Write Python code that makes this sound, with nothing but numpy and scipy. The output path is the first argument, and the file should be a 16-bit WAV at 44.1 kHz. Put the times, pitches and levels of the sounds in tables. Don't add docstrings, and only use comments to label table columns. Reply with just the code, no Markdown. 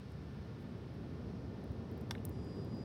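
import sys
import numpy as np
from scipy import signal
from scipy.fft import rfft, irfft
from scipy.io import wavfile
from scipy.ndimage import uniform_filter1d

SR = 44100
rng = np.random.default_rng(int(sys.argv[2]) if len(sys.argv) > 2 else 0)


def put_to_file(sound):
    columns = np.atleast_2d(sound).T
    safe = np.clip(columns, -1, 1)
    whole_steps = np.round(safe * 32767)
    wavfile.write(sys.argv[1], SR, whole_steps.astype(np.int16))


def attenuation_scalar(level_db):
    decades = np.asarray(level_db, float) / 20
    return 10 ** decades


N = 125244

# (frequency [Hz], level [dB], t60 [s])
SHELL_MODES = [(950, 9.5, .03), (1230, 11, .02), (1560, 10, .031), (1775, 8, .03), (2148, 5, .038),
               (2350, 3, .016), (2881, 4, .028), (3522, 11, .022), (3949, 1, .036), (4670, 6, .02),
               (5076, 10, .008), (5500, 4, .024), (5950, -5, .03), (8090, -9, .04)]


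def nibbles():
    # (time [s], peak level [dB], centre of the splinter ring [Hz])
    fractures = [(0.1208, -57.5, 10000), (.416, -66, 14600), (.627, -60, 14000), (.783, -65, 14400),
                 (.945, -67, 14000), (1.638, -64, 11000), (1.642, -53.5, 13700), (1.719, -56, 13600),
                 (1.9148, -51, 16500), (1.9235, -64, 14000), (1.9777, -50, 17000), (2.0098, -52.5, 12000),
                 (2.0132, -56, 11000), (2.092, -60, 13000), (2.094, -66, 12700), (2.1093, -37, 10000),
                 (2.1104, -43, 10500), (2.151, -59, 10000), (2.2516, -35, 11000), (2.2527, -31.5, 13000),
                 (2.2529, -42, 7400), (2.2873, -63, 10000), (2.2923, -55, 13000), (2.2945, -52, 9600),
                 (2.2946, -43, 17500), (2.446, -60, 10500), (2.563, -64, 11500), (2.648, -54, 13600),
                 (2.7475, -59, 13500), (2.771, -61, 13000)]
    # (frequency [Hz], level [dB], share of the decay [1])
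    splinter = [(6000, -2, 1.6), (7900, -17, 1.7), (9500, 11, 1.6), (9800, -7, 1.3), (9980, 6, 1.4),
                (10800, 7, 1.9), (12700, 5, .9), (12700, -19, .9), (14200, 7, 1.2), (15100, 2, 1.0),
                (15500, 8, .9)]
    ring_db, ring_t60_s, ring_octaves = -11, .006, .38
    grit_db, grit_t60_s, grit_spread_db = -23, .012, 3
    rustle_db, rustle_per_s, rustle_hz = -76, 51, 13500
    modes = np.array(splinter) * [1, 1, ring_t60_s]
    age = np.arange(2000) / SR
    out = np.zeros(N)
    for at_s, db, hz in fractures:
        uneven = grit_spread_db * (rng.exponential(size=2000) - 1)
        grit = rng.standard_normal(2000) * attenuation_scalar(grit_db + uneven - 60 * age / grit_t60_s)
        grit[0] = 1
        snap = splinter_band(grit, hz)
        snap = snap / abs(snap[:40]).max()
        tone = strike(grit, modes, hz, ring_octaves)
        add(out, at_s, attenuation_scalar(db) * (snap + attenuation_scalar(ring_db) * tone))
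    chance = rustle_per_s * attenuation_scalar(6.0 * walk(12)) / SR
    specks = (rng.random(N) < chance) * rng.standard_normal(N)
    return out + attenuation_scalar(rustle_db) * splinter_band(specks, rustle_hz)


def splinter_band(x, hz):
    edges_hz = [hz * (1 - .65 / 2), min(hz * (1 + .65 / 2), 19000)]
    return signal.sosfilt(signal.butter(3, edges_hz, "bp", fs=SR, output="sos"), x)


def cracks():
    # (time [s], peak level [dB], favoured pitch [Hz])
    blows = [
        (2.1094, -26.5, 3500),
        (2.1117, -46, 5500),
        (2.1137, -54, 1000),
        (2.1512, -42, 1790),
        (2.180, -53, 3000),
        (2.2475, -58, 3500),
        (2.1215, -58, 5500),
        (2.1511, -50, 3400),
    ]
    held_modes = np.array(SHELL_MODES) * [1, 0, .7]
    out = np.zeros(N)
    for at_s, db, hz in blows:
        if db > -35:
            blow = split()
        else:
            push = np.r_[np.hanning(int(SR / hz / 2)), np.zeros(4000)]
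            blow = strike(push, held_modes, hz, octaves=.22)
        add(out, at_s, attenuation_scalar(db) * blow)
    return out


def split():
    rise_cycles, grip_s, grip_db = .5, .0028, -6.5
    age = np.arange(4000) / SR
    body = 0
    for hz, db, t60 in SHELL_MODES:
        rise = 1 - np.exp(-age * hz / rise_cycles)
        body = body + attenuation_scalar(db - 60 * age / t60) * rise * np.sin(2 * np.pi * hz * age)
    body = body * attenuation_scalar(grip_db * np.clip((age - grip_s) / .0008 + .5, 0, 1))
    return body / abs(body).max()


def strike(x, modes, pitch_hz, octaves):
    body = 0
    for hz, db, t60 in modes:
        off_pitch = np.log2(hz / pitch_hz) / octaves
        gain = attenuation_scalar(db + 3.8 * (rng.random() - .5) - 4.9 * off_pitch ** 2)
        body = body + gain * ring(x, hz, t60, rng.random())
    return body / abs(body).max()


def ring(x, hz, t60, phase):
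    pole = np.exp(2j * np.pi * min(hz, .45 * SR) / SR - np.log(1000) / (t60 * SR))
    return (signal.lfilter([1], [1, -pole], x) * np.exp(2j * np.pi * phase)).imag


def add(out, at_s, grain):
    i = int(at_s * SR)
    out[i:i + len(grain)] += grain[:N - i]


def brushes(t):
    # (time [s], level [dB], length [s])
    puffs = [(.003, -77, 0.005), (0.11, -78, .015), (.345, -84, .012), (.419, -84, .004),
             (0.612, -78, 0.02), (.945, -80, .015), (1.923, -83, 0.018), (2.303, -78, .012),
             (2.324, -82, .002), (2.452, -84, .008), (2.56, -85, .015)]
    # (time [s], level [dB], t60 [s])
    crumbles = [
        (2.1105, -54, .035),
        (2.112, -68, .36),
        (2.151, -72, 0.055),
        (2.180, -85, 0.093),
    ]
    grain = rng.standard_normal(N) * attenuation_scalar(1.6 * walk(400))
    hiss = signal.sosfilt(signal.butter(2, 6200, "hp", fs=SR, output="sos"), grain)
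    crackle = signal.sosfilt(signal.butter(1, 11000, fs=SR, output="sos"), hiss)
    puff_gain = sum(attenuation_scalar(db) * np.exp(-((t - at_s) / length) ** 2) for at_s, db, length in puffs)
    crumble_gain = 0
    for at_s, db, t60 in crumbles:
        fall_db = 60 * np.maximum(t - at_s, 0) / t60
        crumble_gain = crumble_gain + attenuation_scalar(db - fall_db) * (t > at_s)
    return hiss * puff_gain + crackle * crumble_gain


def roof_echo(nut):
    echo_db, t60_s, delay_s = -21, .08, .003
    tail = np.arange(8000) / SR
    roof = rng.standard_normal(8000) * attenuation_scalar(-60 * tail / t60_s) * (tail > delay_s)
    roof = roof / np.sqrt(np.sum(roof ** 2))
    return attenuation_scalar(echo_db) * signal.fftconvolve(nut, roof)[:N]


def saw(t):
    # (multiple of the shaft [1], level [dB])
    tones = np.array([(43, -19), (57, -21), (59, -20), (60, 0), (61, -20), (64, -19), (67, -20), (68, -21),
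             (70, -20), (84, -26), (85, -27), (86, -26), (89, -24), (94, -26), (101, -27), (120, -25)])
    # (time [s], level [dB])
    loudness = [
        (2.28, -94),
        (2.33, -78),
        (2.46, -73),
        (2.52, -70),
        (2.63, -70),
        (2.68, -78),
        (2.75, -68),
        (2.84, -69),
    ]
    shaft_hz = 81.52 * (1 + .00053 * walk(4.4))
    turn = 2 * np.pi * np.cumsum(shaft_hz) / SR
    at_s, db = np.array(loudness).T
    load_db = np.interp(t, at_s, db, left=-160)
    side_db = -.6 * np.clip(load_db + 71, -8, 4) - 12 * (t - 2.5)
    overtone_fade_db = -60 * np.maximum(t - 2.6, 0)
    whine = 0
    for multiple, db in tones:
        tone_db = db + 5
        if multiple != 60:
            tone_db = tone_db + side_db + 4.2 * np.clip(walk(12), -2, 1)
        if multiple == 120:
            tone_db = tone_db + overtone_fade_db
        whine = whine + attenuation_scalar(tone_db) * np.sin(multiple * turn + 7 * rng.random())
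    band = signal.butter(2, (6700, 9300), "bp", fs=SR, output="sos")
    hiss = signal.sosfilt(band, rng.standard_normal(N))
    return (whine + attenuation_scalar(side_db - 6) * hiss) * attenuation_scalar(load_db)


def traffic(t):
    # (frequency [Hz], level per Hz [dB])
    rumble = [(15, -41), (25, -49.5), (72, -2.5), (141, -3.5), (241, -5.5), (308, -11.5), (400, -10),
              (620, -21), (1200, -31), (1560, -45), (2640, -120)]
    # (time [s], level [dB])
    approach = [
        (0, -8.5),
        (.6, -5.5),
        (1.2, -3),
        (1.8, -2),
        (2.3, -1.5),
        (2.84, -1),
    ]
    near_db = np.interp(t, *np.array(approach).T)
    peak_hz, spread_octaves = 406, 1.41

    def lift_db(octave):
        return near_db * np.exp(-((octave - np.log2(peak_hz)) / spread_octaves) ** 2)

    return air(rumble, -44, lift_db)


def garden():
    # (frequency [Hz], level per Hz [dB])
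    leaves = [(1000, -7), (1400, 0), (2600, -6), (5300, -10), (7200, -26), (9300, -24), (11000, -29.5),
              (15700, -29.5)]
    return air(leaves, -66.5, lambda octave: 0)


def air(colour_table, total_db, lift_db):
    swell_db, flicker_db = -.52, .5
    octave = np.log2(np.maximum(np.fft.rfftfreq(N, 1 / SR), 1))
    hz, db = np.array(colour_table).T
    colour = attenuation_scalar(np.interp(octave, np.log2(hz), db, left=-150, right=-150))
    spectrum = rfft(rng.standard_normal(N)) * colour
    out, swell = 0, walk(.71)
    for centre in np.arange(4, 14.6, .5):
        band = irfft(spectrum * np.clip(1 - abs(octave - centre) * 2, 0, 1), N)
        out = out + band * attenuation_scalar(swell_db * swell + flicker_db * walk(8.64) + lift_db(centre))
    return out * attenuation_scalar(total_db) / np.std(out)


def hums():
    # (frequency [Hz], rms level [dB])
    machines = [(716, -85.5), (1416, -79), (1771, -78.5), (1793, -79.5), (2536, -95)]
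    out = 0
    for hz, db in machines:
        phase = 2 * np.pi * np.cumsum(hz + 3.22 * walk(6)) / SR
        out = out + attenuation_scalar(db + 1.5 + 2.0 * walk(6.7)) * np.sin(phase)
    return out


def walk(rate):
    k = int(SR / rate)
    steps = np.repeat(rng.standard_normal(N // k + 1), k)
    return 1.22 * uniform_filter1d(uniform_filter1d(steps, k), k)[:N]


def scene():
    t = np.arange(N) / SR
    nut = nibbles() + cracks() + brushes(t)
    mix = nut + roof_echo(nut) + saw(t) + traffic(t) + garden() + hums()
    return mix[None]


def low_pass(x):
    return signal.sosfilt(signal.butter(12, 16580, fs=SR, output="sos"), x)


def record(dry):
    dry = dry * np.clip((N - np.arange(N)) / SR / .003, 0, 1)
    microphone = signal.ellip(6, .5, 40, 16250, fs=SR, output="sos")
    return low_pass(signal.sosfilt(microphone, dry))


dry = scene()
out = record(dry)
put_to_file(out)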